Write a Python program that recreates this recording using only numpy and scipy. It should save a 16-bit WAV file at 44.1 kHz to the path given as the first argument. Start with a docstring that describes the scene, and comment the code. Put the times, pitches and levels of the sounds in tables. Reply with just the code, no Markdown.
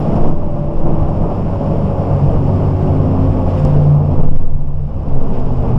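"""Inside a slowing city bus. From the start the engine's firing note, gear whines, a booming cabin panel, road
noise and faint whistles sound together; soon the axle hops over bumps, short clicks sound and the body thumps.
The firing note sinks, and after the big jolts the road noise and the quieter tones partly sink together and
creep back. Near the end gears and boom fade out, a low drone takes over and the firing note climbs again. Tones
are summed sines, noises are filtered, clicks are struck modes; the microphone flattens large swings."""
import sys
import numpy as np
from scipy import signal
from scipy.fft import rfft, irfft, next_fast_len
from scipy.io import wavfile

SR = 44100
rng = np.random.default_rng(int(sys.argv[2]) if len(sys.argv) > 2 else 0)


def file_out(sig):
    """Save sig as 16-bit WAV at sys.argv[1]."""
    # one column per channel
    cols = np.atleast_2d(sig).T
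    # limit, then scale
    lim = np.clip(cols, -1, 1)
    pcm = np.round(lim * 32767).astype(np.int16)
    wavfile.write(sys.argv[1], SR, pcm)


N = 254898   # length in samples


def from_db(db):
    """Decibel law: amplitude is ten to the power of level over twenty."""
    return np.exp(np.asarray(db) * np.log(10) / 20)


def rms_one(x):
    """Normalisation by mean power: the rms becomes 1."""
    return x / np.sqrt(np.mean(x ** 2) + 1e-20)


def in_time(rows):
    """Linear interpolation: each column after t/s as a curve over all samples."""
    s, *columns = np.transpose(rows)
    return [np.interp(np.arange(N) / SR, s, c) for c in columns]


def after(s):
    """Linear gating: 0 before a moment, 1 after it, with a 40 ms fade centred on it."""
    return np.clip((np.arange(N) / SR - s) / .04 + .5, 0, 1)


def drift(rate):
    """Low-passed random fluctuation: two equal poles at rate (Hz), rms 1."""
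    step = 40   # samples between slow values
    pole = np.exp(-2 * np.pi * rate * step / SR)
    noise = rng.standard_normal(N // step + 2002)
    slow = signal.lfilter([1], [1, -2 * pole, pole * pole], noise)[2000:]   # settled part
    return np.interp(np.arange(N) / step, np.arange(len(slow)), rms_one(slow))


def swells(rows):
    """Gaussian envelopes, summed: (t/s, height, 1/e half-length/s)."""
    out = np.zeros(N)
    for s, height, length in rows:
        first = max(round((s - 4 * length) * SR), 0)
        last = min(round((s + 4 * length) * SR), N)
        near = np.arange(first, last)
        out[near] += height * np.exp(-((near / SR - s) / length) ** 2)
    return out


def tones(hz, ratios, levels, waver_db, wander_hz):
    """Additive synthesis: sines at multiples of one frequency, each with random pitch and level drift."""
    out = 0
    for ratio, db in zip(ratios, levels):
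        turns = np.cumsum(ratio * hz + wander_hz * drift(6.9)) / SR + rng.random()
        amplitude = np.sqrt(2) * from_db(db + waver_db * drift(10.0))   # level is rms
        out = out + amplitude * np.sin(2 * np.pi * turns)
    return out


# Cabin resonances in every filtered noise: f/Hz, width/Hz, lift/dB
CABIN_MODES = [(165.4, 10, 4), (430, 67, 1.5), (690, 29, 2.5), (838.4, 11, 6), (2500, 38, 1.5)]


def resonance_lift(modes, hz):
    """Resonance curves: lift in dB at hz from modes of (f/Hz, width/Hz, lift/dB)."""
    return sum(top_db / (1 + (2 * (hz - f) / width) ** 2) for f, width, top_db in modes)


def coloured(spectrum, patchy_db, shared_db):
    """Spectral shaping by spectrum and cabin; octaves flicker partly alone, partly together; rms 1."""
    size = next_fast_len(N)
    octave = np.log2(np.maximum(np.fft.rfftfreq(size, 1 / SR), 1))
    hz, db = np.transpose(spectrum)
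    shape_db = np.interp(octave, np.log2(hz), db) + resonance_lift(CABIN_MODES, 2 ** octave)
    shaped = rfft(rng.standard_normal(size)) * from_db(shape_db)
    out, together_db = 0, shared_db * drift(18.0)
    for centre in range(int(np.log2(hz[0])), int(np.log2(hz[-1])) + 2):
        overlap = np.maximum(1 - np.abs(octave - centre), 0)   # neighbouring triangles sum to 1
        band = irfft(shaped * overlap, size)[:N]
        out = out + band * from_db(together_db + patchy_db * drift(5.3))
    return rms_one(out)


# Engine firing note: t/s, f/Hz, level/dB
FIRING_NOTE = [(0.0, 104.2, -26.5), (0.45, 103.8, -34), (1.1, 102.1, -23.5), (2.0, 97.7, -20.5),
               (2.56, 95.8, -16.5), (3.33, 91.8, -17), (4.35, 88.5, -21), (4.43, 87.5, -36),
               (4.55, 86.1, -29), (4.7, 85.35, -30.5), (4.86, 78.6, -22.5), (4.99, 74.9, -25),
               (5.07, 72.24, -21.5), (5.2, 69.8, -29), (5.5, 75.2, -25), (5.78, 81.2, -22.5)]
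# Engine orders beside the firing note: multiple of the firing rate, level/dB at cruising level
SIDE_ORDERS = [(.5, -30), (2, -34.5)]


def engine():
    """Periodic excitation: a firing note that glides down and back up, with side orders that come and go."""
    hz, db = in_time(FIRING_NOTE)
    orders, levels = np.transpose(SIDE_ORDERS)
    sides = from_db(1.2 * sinking()) * tones(hz, orders, levels, waver_db=4.0, wander_hz=.3)
    return tones(hz, [1], [db], waver_db=0.65, wander_hz=.3) + sides


MESH_HZ, MESH_SAG_HZ_PER_S, GEARS_STOP_S = 299.2, 10.7, 4.8   # lowest mesh tone sinks evenly with road speed
# Whines: multiple of the lowest mesh tone
GEAR_RATIOS = [1.0, 1.141, 1.38, 1.997, 4.232]
# Whines away from any resonance: level/dB at cruising level
GEAR_LEVELS = [-34.5, -41.5, -45, -42.5, -61.5]
# Floor resonances that lift a whine sliding through: f/Hz, width/Hz, lift/dB
FLOOR_MODES = [(251.8, 6, 8), (264.64, 5.8, 14), (273, 1.8, 2.5), (332.5, 18, 12.5), (370.3, 24, 16),
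               (504.9, 10, 10.5), (520.3, 11, 12.5), (533.3, 7.9, 5.5), (557, 14, 14), (584.6, 11, 15.5),
               (1113, 40, 17.5), (1166, 22, 13.5)]


def gears():
    """Forced resonance: whines slide down together, each swelling as it crosses a floor mode."""
    hz = MESH_HZ - MESH_SAG_HZ_PER_S * np.arange(N) / SR
    scale = np.arange(200., 1400., .5)   # Hz
    lift_db = resonance_lift(FLOOR_MODES, scale)
    levels = [db + np.interp(ratio * hz, scale, lift_db) for ratio, db in zip(GEAR_RATIOS, GEAR_LEVELS)]
    whines = tones(hz, GEAR_RATIOS, levels, waver_db=1.5, wander_hz=0.6)
    return from_db(0.9 * sinking()) * whines * (1 - after(GEARS_STOP_S))


BOOM_FLUTTER_DB, STRONG_BOOM_DB = 4.0, -14   # flutter vanishes at the strong level, is full 8 dB below
# Cabin panel boom: t/s, f/Hz, level/dB
PANEL_BOOM = [(0.0, 146, -27), (0.25, 148.1, -23), (0.6, 148.5, -30), (1.0, 149, -22), (1.4, 146, -29.5),
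              (1.7, 145.4, -23), (2.45, 141.8, -22), (2.93, 147, -20), (3.27, 143.8, -17.5),
              (3.45, 144.8, -33.5), (3.61, 147, -15), (3.93, 145.1, -6.5), (4.13, 144.3, -20),
              (4.2, 142.5, -15.5), (4.49, 142.7, -33.5), (4.76, 142.8, -25), (4.99, 142.6, -26),
              (5.1, 141.4, -34)]


def boom():
    """Single-mode radiation: one panel note that flutters when weak."""
    hz, db = in_time(PANEL_BOOM)
    flutter_db = BOOM_FLUTTER_DB * np.clip((STRONG_BOOM_DB - db) / 8, 0, 1) * drift(7.2)
    note = tones(hz, [1], [db + flutter_db], waver_db=1.2, wander_hz=0.36)
    return note * (1 - after(PANEL_BOOM[-1][0]))


CRUISE_DB = -19   # roar level at which the following sounds have their own level
RUMBLE_DB, RUMBLE_FOLLOWS = -19.5, 0.16   # level at cruising; share of the roar's swing in dB
# Road noise, sinking after the big jolts and creeping back: t/s, roar level/dB, hiss level relative to roar/dB
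ROAD_LEVELS = [(0.0, -18, -27.5), (0.28, -16.5, -31), (0.35, -24, -29.5), (0.75, -23, -29),
               (0.9, -19, -30.5), (1.3, -19, -29), (2.5, -18.5, -27.5), (3.4, -19.5, -27.5),
               (3.65, -18, -25.5), (3.8, -19.5, -27), (3.95, -22.5, -28.5), (4.2, -20, -30),
               (4.37, -29.5, -28), (4.4, -29, -26.5), (4.5, -34, -25.5), (4.75, -34, -25.5),
               (5.1, -24.5, -28), (5.38, -21, -28.5), (5.6, -23, -27), (5.78, -19.5, -28)]
# Brief flares of the hiss: t/s, lift/dB, 1/e half-length/s
HISS_FLARES = [(0.165, 3.5, .012), (0.255, 3.5, 0.0089), (0.28, 3, .008), (0.322, 4, .008),
               (3.5, 2.5, 0.017), (3.592, 3.5, .02), (4.135, 2, .02), (4.3, 8, 0.0082), (4.362, 7, 0.015),
               (5.351, 2.5, .04)]
# Relative noise spectra before the cabin resonances: f/Hz, level per Hz/dB
RUMBLE_SPECTRUM = [(6, -28), (10, -1.5), (18, -1.5), (26, 3), (33, -6), (45, -12), (62, -7), (80, -0.5),
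                   (110, -11), (130, -16), (170, -38.5)]
ROAR_SPECTRUM = [(65, -30), (110, -9), (163, -0.5), (210, -3), (328, -12.5), (592, -10.5), (1140, -22),
                 (1500, -39), (1950, -74.5), (3300, -120)]
HISS_SPECTRUM = [(820, -30), (1400, -3.5), (1870, -10), (2290, -10), (2810, -9.5), (4100, -23.5),
                 (4850, -19), (5350, -17.5), (6210, -29.5), (7090, -26), (8310, -34), (9320, -30),
                 (11500, -47.5), (15000, -80), (22000, -120)]


def road():
    """Broadband transmission: tyre and wind noise through floor, walls and windows, in three bands."""
    roar_db, hiss_db = in_time(ROAD_LEVELS)
    rumble_gain = from_db(RUMBLE_DB + RUMBLE_FOLLOWS * sinking())
    rumble = rumble_gain * coloured(RUMBLE_SPECTRUM, patchy_db=-1.5, shared_db=2.5)
    roar = from_db(roar_db) * coloured(ROAR_SPECTRUM, patchy_db=1.03, shared_db=0.92)
    hiss_gain = from_db(roar_db + hiss_db + swells(HISS_FLARES))
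    hiss = hiss_gain * coloured(HISS_SPECTRUM, patchy_db=0.7, shared_db=0.6)
    return rumble + roar + hiss


def sinking():
    """Level difference: the roar relative to its cruising level, in dB, negative when sunk."""
    return in_time(ROAD_LEVELS)[0] - CRUISE_DB


# Two thin electrical whistles: f/Hz, level/dB at cruising level
WHISTLES = [(7852, -84), (7882, -85)]


def whistle():
    """Beating: two close, fixed pitches that sink and rise with the road noise."""
    t = np.arange(N) / SR
    return sum(np.sqrt(2) * from_db(db + sinking()) * np.sin(2 * np.pi * hz * t) for hz, db in WHISTLES)


JIGGLE_HZ, JIGGLE_DB = 14.0, -23.5   # small swing between bumps, level at cruising
HOP_OCTAVE_DB = -17.5   # octave relative to the swing: lopsided, dips sharper than crests
HOP_SAG_HZ = 8.5   # a swing of size 1 is slower by this
# Road bumps: t/s, level/dB, f/Hz of a small swing, rise/s, hold/s, fall/(dB/s)
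ROAD_BUMPS = [(0.152, -8, 15.2, 0.075, 0.069, 35), (0.732, -9, 15.2, 0.071, 0.044, 48),
              (1.211, -13.5, 16.4, 0.054, .05, 53), (3.619, -14, 15, 0.099, 0.056, 41.5),
              (4.161, -5, 16.8, .015, 0.268, 36), (5.017, -14, 14.6, 0.056, 0.57, 33),
              (5.087, -7, 15.7, 0.075, 0.0091, 130)]


def axle():
    """Nonlinear oscillation: each bump starts a swing that builds, holds and dies; wide swings are slower."""
    jiggle_db = JIGGLE_DB + 0.35 * sinking()
    out = tones(np.full(N, JIGGLE_HZ), [1], [jiggle_db], waver_db=3.0, wander_hz=1.505)
    for s, db, hz, rise, hold, fall_db in ROAD_BUMPS:
        start = round(s * SR)
        t = np.arange(min(N - start, 2 * SR)) / SR   # at most 2 s
        decay_db = fall_db * np.maximum(t - rise - hold, 0)
        size = np.minimum(t / rise, 1) * from_db(db - decay_db)
        phase = 2 * np.pi * np.cumsum(hz - HOP_SAG_HZ * size) / SR
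        swing = np.sin(phase) + from_db(HOP_OCTAVE_DB) * np.cos(2 * phase)
        out[start:start + len(t)] += np.sqrt(2) * size * swing
    return out


TILT_PIVOT_HZ = 5000   # the tilt leaves this frequency unchanged
# Short clicks: t/s, relative level/dB, tilt/(dB per octave);
# from 4.25 to 4.67 s a run of faint overload clicks during the big swing
SHORT_CLICKS = [(0.1575, -39, -2), (1.5064, -43, 1.5), (2.5616, -40, 3), (2.6753, -42, .1),
                (3.6511, -27, 3.5), (3.877, -42, -3), (3.952, -41, -6), (4.1144, -43, 1.5),
                (4.2551, -44.5, -2), (4.2986, -41, -3), (4.3585, -45, -2), (4.4179, -43, -3),
                (4.4992, -45.5, -6), (4.5341, -49, -3), (4.6039, -49, -4), (4.6385, -49, 0),
                (4.6733, -45, -4), (5.0335, -44, .1), (5.3994, -39.5, 3)]
# Modes that colour every click: f/Hz, relative level/dB, decay by 60 dB/s
CLICK_MODES = [(1900, -0.5, .002), (3100, 4, .002), (5230, 3, 0.0032), (7100, -5, .004),
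               (9200, -15.5, .003)]


def short_clicks():
    """Modal synthesis: each click is an impulse into a few quickly decaying modes."""
    s, click_db, tilt_db = np.transpose(SHORT_CLICKS)
    at, out = [round(x * SR) for x in s], np.zeros(N)
    spread_db = rng.normal(0, 1.2, (len(at), len(CLICK_MODES)))
    for k, (hz, mode_db, t60) in enumerate(CLICK_MODES):
        impulses = np.full(N, 1e-18)
        tilted_db = click_db + tilt_db * np.log2(hz / TILT_PIVOT_HZ)
        impulses[at] = from_db(tilted_db + mode_db - 5.5 + spread_db[:, k])
        r, w = from_db(-60 / (t60 * SR)), 2 * np.pi * hz / SR   # decay and turn per sample
        out += signal.lfilter([0, np.sin(w)], [1, -2 * r * np.cos(w), r * r], impulses)
    return out


# Body thumps as the wheels land: t/s, level/dB at the top of the swell, 1/e half-length/s
WHEEL_LANDINGS = [(0.178, -22.5, 0.016), (0.226, -15.5, 0.034), (0.268, -28, 0.025), (0.898, -22, 0.04),
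                  (2.321, -27.5, 0.06), (4.197, -19.5, 0.023), (4.415, -33, 0.009)]
# Relative thump spectrum before the cabin resonances: f/Hz, level per Hz/dB
THUMP_SPECTRUM = [(150, -7.5), (280, 2.5), (600, -1), (900, -8), (1500, -37)]


def thumps():
    """Transient radiation: short swells of dull noise from floor and panels."""
    envelope = swells([(s, from_db(db), length) for s, db, length in WHEEL_LANDINGS])
    return envelope * coloured(THUMP_SPECTRUM, patchy_db=3.0, shared_db=1.5)


# Drone that takes over after the gear change: t/s, f/Hz of the first partial, its level/dB
DRONE_NOTE = [(5.05, 143.7, -33), (5.15, 133.2, -20), (5.22, 130.2, -31), (5.406, 126.1, -27),
              (5.63, 127.2, -17.5), (5.78, 119.5, -16.5)]
# Drone partials: multiple of the first
DRONE_RATIOS = [1.0, 2.0, 3.0, 3.55]
# Partials above the first: level/dB at cruising level
DRONE_OVERTONES = [-26.5, -33.5, -31.5]


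def drone():
    """Superposition of partials: a low note whose upper partials follow the road noise."""
    hz, db = in_time(DRONE_NOTE)
    levels = [db] + [d + sinking() for d in DRONE_OVERTONES]
    return tones(hz, DRONE_RATIOS, levels, waver_db=1.5, wander_hz=0.6) * after(DRONE_NOTE[0][0])


def scene():
    """Linear superposition: all sources add in one channel."""
    tonal = engine() + gears() + boom() + whistle() + drone()
    return (tonal + road() + axle() + short_clicks() + thumps())[None]


TOP_UP, TOP_DOWN = 0.91, 0.83   # overload amplitudes of upward and downward swings
AIR_HZ, CUTOFF_HZ = 11950, 15850   # stopband edges of the microphone's top end and the last cut
FLOOR_DB = -84.5   # self-noise before the last cut


def record(dry):
    """Band limiting and saturation: the top end falls off, large swings flatten, faint self-noise joins."""
    heard = signal.sosfilt(signal.cheby2(16, 30, AIR_HZ, fs=SR, output="sos"), dry)
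    top = np.where(heard > 0, TOP_UP, TOP_DOWN)
    flat = heard / (1 + np.abs(heard / top) ** 14) ** (1 / 14)
    flat = flat + from_db(FLOOR_DB) * rng.standard_normal(dry.shape)
    t = np.arange(N) / SR
    flat = flat * np.clip(np.minimum(t, t[-1] - t) / .002, 0, 1)   # 2 ms soft start and end
    return signal.sosfilt(signal.cheby2(20, 40, CUTOFF_HZ, fs=SR, output="sos"), flat)


dry = scene()
out = record(dry)
file_out(out)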